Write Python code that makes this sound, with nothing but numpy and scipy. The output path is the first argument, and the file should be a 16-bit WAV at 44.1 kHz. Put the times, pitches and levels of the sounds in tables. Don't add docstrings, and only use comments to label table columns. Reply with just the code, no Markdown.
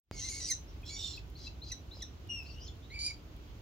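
import sys
import numpy as np
from scipy import signal
from scipy.fft import rfft, irfft
from scipy.io import wavfile
from scipy.ndimage import uniform_filter1d

SR = 44100
rng = np.random.default_rng(int(sys.argv[2]) if len(sys.argv) > 2 else 0)


def log_audio(samples):
    frames = np.atleast_2d(samples).T
    limited = np.clip(frames, -1, 1)
    pcm = np.round(limited * 32767).astype(np.int16)
    wavfile.write(sys.argv[1], SR, pcm)


def magnitude_from_level(level_db):
    exponent = np.asarray(level_db, float) / 20
    return 10 ** exponent


N = 159201
T = np.arange(N) / SR
LAG_S = 0.00003
JITTER_HZ = 400


def slow(hz):
    x = signal.lfilter(*signal.butter(2, hz, fs=SR), rng.standard_normal(N))
    return x / x.std()


def place(x, pan_db, lag_s=LAG_S):
    left = x * magnitude_from_level(pan_db / 2)
    right = np.roll(x, int(lag_s * SR)) * magnitude_from_level(-pan_db / 2)
    return np.array([left, right])


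def bed(shape, db, step, swell_db, flicker_db):
    side_turn_hz, side_low_db, lean_db = 810, -14.5, -1.4
    f = np.fft.rfftfreq(N, 1 / SR) + 1e-9
    pts = np.array(shape)
    colour = magnitude_from_level(np.interp(np.log(f), np.log(pts[:, 0]), pts[:, 1], left=-60, right=-90))
    side = np.minimum(1, np.hypot(magnitude_from_level(side_low_db), (f / side_turn_hz) ** 1.48))
    mid_side = rfft(rng.standard_normal((2, N))) * colour * np.array([np.ones_like(f), side])
    where = np.log2(f / pts[0, 0]) / step
    bands = int(np.log2(pts[-1, 0] / pts[0, 0]) / step) + 2
    swell = slow(0.24)
    out = 0
    for k in range(bands):
        band = irfft(mid_side * np.clip(1 - abs(where - k), 0, 1), N)
        out = out + band * magnitude_from_level(swell_db * swell + flicker_db * slow(7.6))
    mid, side = out * magnitude_from_level(db) / out[0].std()
    return np.array([(mid + side) * magnitude_from_level(lean_db / 2), (mid - side) * magnitude_from_level(-lean_db / 2)])


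def far_traffic():
    # (frequency [Hz], level [dB per Hz])
    rumble = [(16, -53), (28, -34.5), (42, -0.5), (64, 1.5), (210, -19), (303, -17), (370, -20), (491, -26),
              (1500, -36), (1950, -63), (3300, -120)]
    return bed(rumble, -48, 0.527, swell_db=0.0, flicker_db=0.52)


def open_air():
    # (frequency [Hz], level [dB per Hz])
    hiss = [(1500, 0), (3000, 3), (5000, -2.5), (7000, -6), (8200, -15.5), (10500, -20), (12000, -14.5),
            (16000, -13)]
    fade_db_s = -1.2
    return bed(hiss, -67.5, 0.513, swell_db=-1.0, flicker_db=0.77) * magnitude_from_level(fade_db_s * (T - T.mean()))


def machine_hum():
    hum_hz, hum_db = 300, -67.5
    return magnitude_from_level(hum_db + 1.4 * slow(14)) * np.sin(2 * np.pi * hum_hz * T + 0.15 * slow(13.0))


def leaves():
    # (time [s], level [dB])
    leaf_ticks = [(.82, -59), (.861, -59), (1.168, -52), (1.3, -57.5), (1.392, -63), (1.826, -76),
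                  (2.027, -70), (2.274, -56.5), (2.431, -57), (2.753, -64), (3.365, -59)]
    drip_s, drip_hz, drip_db, drip_t60_s = 1.97, 560, -42, 0.011
    decay_s = 0.0024
    strength = sum(magnitude_from_level(db) * (T > s) * np.exp(-np.abs(T - s) / decay_s) for s, db in leaf_ticks)
    crack = strength * rng.standard_normal((2, N))
    u = np.maximum(T - drip_s, 0)
    drip = magnitude_from_level(drip_db - 60 * u / drip_t60_s) * np.sin(2 * np.pi * drip_hz * u)
    return signal.lfilter(*signal.butter(1, 4000, "high", fs=SR), crack) + drip


def trees(x):
    t60_s, gap_s, echo_db = 0.2, 0.00075, -8
    t = T[:SR // 2]
    tail = rng.standard_normal((2, len(t))) * magnitude_from_level(-60 * t / t60_s) * np.clip(t / gap_s, 0, 1)
    tail = signal.lfilter(*signal.butter(2, [2800, 7270], "band", fs=SR), tail)
    tail *= magnitude_from_level(echo_db) / np.sqrt(np.sum(tail ** 2, axis=1, keepdims=True))
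    return signal.fftconvolve(x, tail, axes=1)[:, :N]


def throat(x, shape):
    hz, db = np.array(shape).T
    f = np.fft.rfftfreq(N, 1 / SR) + 1
    return irfft(rfft(x) * magnitude_from_level(np.interp(np.log(f), np.log(hz), db)), N)


def shake(rough):
    swell_db, flutter_hz = 3.5, 170
    swell = magnitude_from_level(swell_db * rough * slow(27))
    return swell * (np.sqrt(1 - rough) + np.sqrt(rough) * slow(flutter_hz))


def breath(rough):
    wheeze_db, rasp_db = -22, 1.5
    wheeze = magnitude_from_level(wheeze_db) * rough * np.diff(rng.standard_normal(N + 1))
    gape = signal.butter(3, [3300, 7200], "band", fs=SR)
    gusts = magnitude_from_level(rasp_db + 3.9 * slow(220)) * rough
    return wheeze + gusts * signal.lfilter(*gape, rng.standard_normal(N))


def syrinx(hz, gain, bright, rough, parts_db, sides_db, second_hz):
    jitter, second_jitter, first_side_db = 0.014, 0.033, -23
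    rough = np.clip(rough, 0, 1)
    one = 2 * np.pi * np.cumsum(hz * (1 + jitter * rough * slow(JITTER_HZ))) / SR
    two = 2 * np.pi * np.cumsum(second_hz * (1 + second_jitter * slow(139))) / SR
    sides = [(j or -1, db) for j, db in enumerate(sides_db)]
    full = len(parts_db) > 0 and len(sides_db) > 0
    # (multiple of voice one, multiple of voice two, dB)
    upper = []
    for k, db in enumerate(parts_db):
        upper += [(k + 2, j, db + d) for j, d in [(0.00032, 0.033)] + sides]
    if not upper:
        upper = [(1, j, d) for j, d in sides]
    if full:
        upper += [(0.96, 1, first_side_db)]
    fundamental = shake(rough * (0.15 if full else 1)) * np.sin(one)
    overtones = sum(magnitude_from_level(db) * shake(rough) * np.sin(k * one + j * two) for k, j, db in upper)
    return np.sqrt(2) * gain * (fundamental + bright * (breath(rough) + overtones))


def call(rows, rough, parts_db=(), sides_db=(), second_hz=0):
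    edge_s = 0.003
    s, hz, db, bright_db = np.array(rows).T
    gate = np.clip(np.minimum(T - s[0], s[-1] - T) / edge_s, 0, 1)
    pitch = np.interp(T, s, hz)
    gain = gate * magnitude_from_level(np.interp(T, s, db))
    return syrinx(pitch, gain, magnitude_from_level(np.interp(T, s, bright_db)), rough, parts_db, sides_db, second_hz)


def glides(rows, parts_db, rough, bend, rise):
    out = np.zeros(N)
    for start, length, hz0, hz1, db in rows:
        u = np.clip((T - start) / length, 0, 1)
        hz = (hz0 + (hz1 - hz0) * u ** bend) * (1 + rough * slow(JITTER_HZ))
        turn = 2 * np.pi * np.cumsum(hz) / SR
        swell = np.sin(np.pi * u ** rise)
        overtones = sum(magnitude_from_level(d) * np.sin((k + 2) * turn) for k, d in enumerate(parts_db))
        out += np.sqrt(2) * magnitude_from_level(db) * swell * (np.sin(turn) + swell ** 2 * overtones)
    return out


def far_notes():
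    # (time [s], length [s], start pitch [Hz], end pitch [Hz], level [dB])
    across_pond = [(.116, 0.045, 4900, 4800, -58.5), (.67, 0.057, 5400, 5700, -67),
                   (1.455, 0.032, 4400, 3700, -60), (2.475, 0.027, 4850, 4800, -63),
                   (2.658, 0.025, 5400, 5400, -57), (2.82, 0.059, 3440, 3810, -64.5),
                   (2.6, 0.1, 5400, 6300, -67), (2.9, 0.018, 3950, 4100, -59),
                   (1.13, 0.029, 3950, 4250, -48), (1.155, 0.016, 4900, 4700, -52.5),
                   (1.935, .07, 5150, 5050, -61), (.482, .022, 4500, 5400, -43),
                   (.185, 0.056, 5950, 6300, -50)]
    return place(glides(across_pond, [], rough=0.042, bend=0.85, rise=0.78), pan_db=0.0)


def chirps():
    # (time [s], length [s], start pitch [Hz], end pitch [Hz], level
    # [dB])
    plain_notes = [(.83, 0.0096, 2520, 2520, -53.5), (.838, 0.012, 3330, 3300, -56),
                   (.88, 0.03, 4090, 4380, -46.5), (.925, 0.053, 5500, 5900, -49),
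                   (1.174, 0.012, 2635, 2580, -46), (1.351, 0.025, 3950, 4730, -54.5),
                   (1.465, 0.022, 2600, 2685, -50.5), (1.468, 0.0075, 4970, 4800, -62),
                   (1.616, 0.017, 3600, 4450, -49.5), (1.628, 0.019, 4330, 4160, -48),
                   (1.695, 0.0094, 4420, 3940, -51), (1.708, 0.0075, 2680, 2580, -52.5),
                   (1.909, 0.0211, 3450, 4270, -52), (1.928, 0.018, 4050, 4150, -55),
                   (2.008, 0.011, 3430, 3370, -52), (2.038, 0.0051, 3640, 3650, -53),
                   (2.453, 0.03, 3800, 4950, -59), (2.495, 0.029, 5140, 4140, -54.5),
                   (2.615, 0.034, 5460, 5800, -56), (2.64, .02, 5800, 7250, -62.5),
                   (2.666, 0.018, 4730, 3850, -55), (2.676, 0.0079, 6800, 6820, -56),
                   (2.678, 0.021, 3620, 3390, -54), (2.595, 0.034, 4750, 5110, -58),
                   (2.625, 0.048, 4980, 5270, -59), (.19, 0.0084, 3000, 3300, -51.5),
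                   (.507, 0.022, 6450, 6060, -35), (.235, 0.031, 4310, 3490, -56)]
    return place(glides(plain_notes, [], rough=0.0102, bend=0.86, rise=1.0), pan_db=2.0)


def chips():
    # (time [s], length [s], start pitch [Hz], end pitch [Hz], level [dB])
    loud_chip = [
        (.49, .045, 2454, 1792, -45),
    ]
    quick_chips = [
        (1.714, .02, 2140, 1890, -51.5),
        (2.017, 0.0232, 2263, 1730, -55),
    ]
    loud_parts = [5, 13, 0.5, 0.5, -16.5, -10]
    quick_parts = [9.5, 12.5, -3, -6.5, -15, -16]
    loud = glides(loud_chip, loud_parts, rough=0.024, bend=0.7, rise=0.96)
    quick = glides(quick_chips, quick_parts, rough=0.0163, bend=0.518, rise=0.74)
    return place(loud, pan_db=-3.4) + place(quick, pan_db=-1.5)


def rasps():
    # (time [s], length [s], pitch [Hz], second voice [Hz], level [dB])
    short_rasps = [
        (1.372, 0.11, 4132, 721, -57.5),
        (1.636, 0.075, 4114, 760, -59),
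        (1.929, 0.085, 4060, 1040, -66),
    ]
    rasp_sides = [-12, 2.5, -6, -7.5]
    out = np.zeros(N)
    for s, length, hz, second_hz, db in short_rasps:
        rows = [(s, hz, db - 5.5, -4), (s + length, hz * 0.98, db, 1.5)]
        out += call(rows, rough=0.64, sides_db=rasp_sides, second_hz=second_hz)
    return place(out, pan_db=0.5)


def long_rasp():
    # (time [s], pitch [Hz], level [dB], overtones above it [dB])
    rasp_path = [(.85, 3393, -65, 3), (.89, 3437, -56, 7.5), (.955, 3450, -72, 7.9), (.965, 3568, -53.5, 5),
                 (1.0, 3682, -49, 2.9), (1.04, 3615, -44, 1.2), (1.12, 3510, -53, 3.5),
                 (1.17, 3410, -67, 6.9), (1.2, 3450, -70, 3.19)]
    long_sides = [-17, -7.5, -14, -7.5, -41, -13.5, -10.5, -32, -45, -49, -54]
    # (frequency [Hz], level [dB])
    rasp_throat = [(2800, -1.5), (3600, 0.5), (4200, 0), (4650, -3.5), (5300, 2.5), (6350, -4.5),
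                   (7200, 2.5), (8300, -2.5)]
    x = call(rasp_path, rough=0.54, sides_db=long_sides, second_hz=663)
    return place(throat(x, rasp_throat), pan_db=-3.5)


def whistles():
    # (time [s], pitch [Hz], level [dB], overtones above it [dB])
    near_whistle = [(2.287, 2860, -57, -15), (2.3, 2860, -40.5, -14), (2.35, 2800, -44.5, -9),
                    (2.384, 2740, -48, -7), (2.4, 2643, -47, -12), (2.44, 2570, -60.5, -13)]
    far_whistle = [
        (2.43, 2603, -57.5, -8.5),
        (2.55, 2796, -66, -6.5),
        (2.68, 3164, -64, -25),
        (2.73, 3110, -72, -29),
    ]
    whistle_parts = [2, -15, -46, -21]
    near = call(near_whistle, rough=0.047, parts_db=whistle_parts)
    far = call(far_whistle, rough=0.65, parts_db=whistle_parts)
    return place(near, pan_db=2.5, lag_s=0.0004) + place(far, pan_db=3.5)


def first_screech():
    # (time [s], pitch [Hz], level of the fundamental [dB], overtones above it [dB])
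    start_path = [(.122, 2214, -63.5, -1), (.18, 2145, -60.5, 11), (.2, 2161, -57.5, 13.5),
                  (.212, 1960, -66, 21.5), (.235, 1978, -60.5, 17), (.252, 2127, -52.5, 11),
                  (.275, 2082, -55, 9), (.293, 2054, -53, 14.5)]
    end_path = [(.291, 2270, -56.5, 15), (.31, 2313, -57.5, 12.7), (.325, 2140, -54, 10.4),
                (.36, 2195, -52, 7.5), (.394, 2211, -56, 8.7), (.404, 2007, -61, 18.3),
                (.44, 1940, -63.5, 18.5), (.475, 1963, -66.5, 25), (.495, 2210, -63, 21.6)]
    start_parts = [-8, -3.5, -13, -20.5]
    end_parts = [-9, -5, -9, -21]
    start_sides = [-8.5, -14]
    end_sides = [-10.5, -4]
    # (frequency [Hz], level [dB])
    first_throat = [(1800, 0), (2800, 0.5), (3300, -11), (4200, 1), (5200, 0), (5900, 2.5), (7000, -3),
                    (8000, -4)]
    start = call(start_path, rough=0.45, parts_db=start_parts, sides_db=start_sides, second_hz=760)
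    end = call(end_path, rough=0.48, parts_db=end_parts, sides_db=end_sides, second_hz=772)
    return place(throat(start, first_throat), pan_db=0.0) + place(throat(end, first_throat), pan_db=-1.0)


def short_screech():
    # (time [s], pitch [Hz], level of the fundamental [dB], overtones above it [dB])
    cry_path = [
        (.885, 2094, -92, 6),
        (.905, 2264, -55.5, 2.5),
        (.955, 2278, -58.5, 8),
        (.965, 2230, -54, -31),
        (.985, 2290, -62, -15),
    ]
    cry_parts = [-1.3, 2, -15.5]
    return place(call(cry_path, rough=0.026, parts_db=cry_parts), pan_db=-5.0)


def last_screech():
    # (time [s], pitch [Hz], level of the fundamental [dB], overtones above it [dB])
    clear_path = [(2.897, 1980, -63, -12), (2.92, 2177, -50.5, -10), (2.94, 2305, -46, -13),
                  (2.952, 2417, -50, -2), (2.968, 2267, -47, -12), (2.992, 2350, -46.5, -4)]
    harsh_path = [(2.989, 2298, -48, 5), (3.04, 2338, -48.5, 6.5), (3.066, 2435, -47, 10.5),
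                  (3.076, 2326, -48, 6), (3.084, 2403, -42.5, -4), (3.098, 2313, -52.5, 1),
                  (3.11, 2220, -40, -11), (3.122, 2400, -55, -6), (3.132, 2400, -70, -3)]
    last_parts = [-0.72, -10, -18]
    last_sides = [-17.5, -16, -19]
    # (frequency [Hz], level [dB])
    last_throat = [(2400, -0.5), (3300, -5.5), (4000, 1), (4750, 1.5), (7100, 1), (8000, -3), (9800, 9),
                   (11000, -7)]
    lag_s = -0.00007
    clear = call(clear_path, rough=0.12, parts_db=last_parts)
    harsh = call(harsh_path, rough=0.25, parts_db=last_parts, sides_db=last_sides, second_hz=754)
    return place(clear, pan_db=-1.5, lag_s=lag_s) + place(throat(harsh, last_throat), pan_db=-2.0, lag_s=lag_s)


def scene():
    background = far_traffic() + open_air() + machine_hum() + leaves()
    birds = far_notes() + chirps() + chips() + rasps() + long_rasp() + whistles()
    birds = birds + first_screech() + short_screech() + last_screech()
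    return background + trees(birds) + birds


def top_cut(x):
    return signal.sosfilt(signal.butter(12, 16250, fs=SR, output="sos"), x)


def record(dry):
    open_s, shut_db, pop_db, pop_decay_s = 0.1125, -25.5, -28, 0.0012
    port_hz, port_db, top_hz = 11600, 9, 15830
    dip_hz, dip_width_hz, dip_db = 7770, 440, -4.5
    u = np.maximum(T - open_s, 0)
    rebound = 0.28 * np.sin(2 * np.pi * 60 * u) * np.exp(-u / 0.012)
    pop = magnitude_from_level(pop_db) * (T > open_s) * (np.exp(-u / pop_decay_s) - rebound)
    opening = np.where(T > open_s, 1, magnitude_from_level(shut_db) * np.clip(T / open_s, 0, 1) ** 3)
    x = dry * opening + uniform_filter1d(pop, size=3)
    f = np.fft.rfftfreq(N, 1 / SR)
    tilt = magnitude_from_level(np.outer([-port_db / 2, port_db / 2], np.clip((f - port_hz) / 600 + 0.5, 0, 1)))
    dip = magnitude_from_level(dip_db * np.exp(-((f - dip_hz) / dip_width_hz) ** 2))
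    mix = irfft(rfft(x) * tilt * (f < top_hz) * dip, N)
    return top_cut(mix)


dry = scene()
out = record(dry)
log_audio(out)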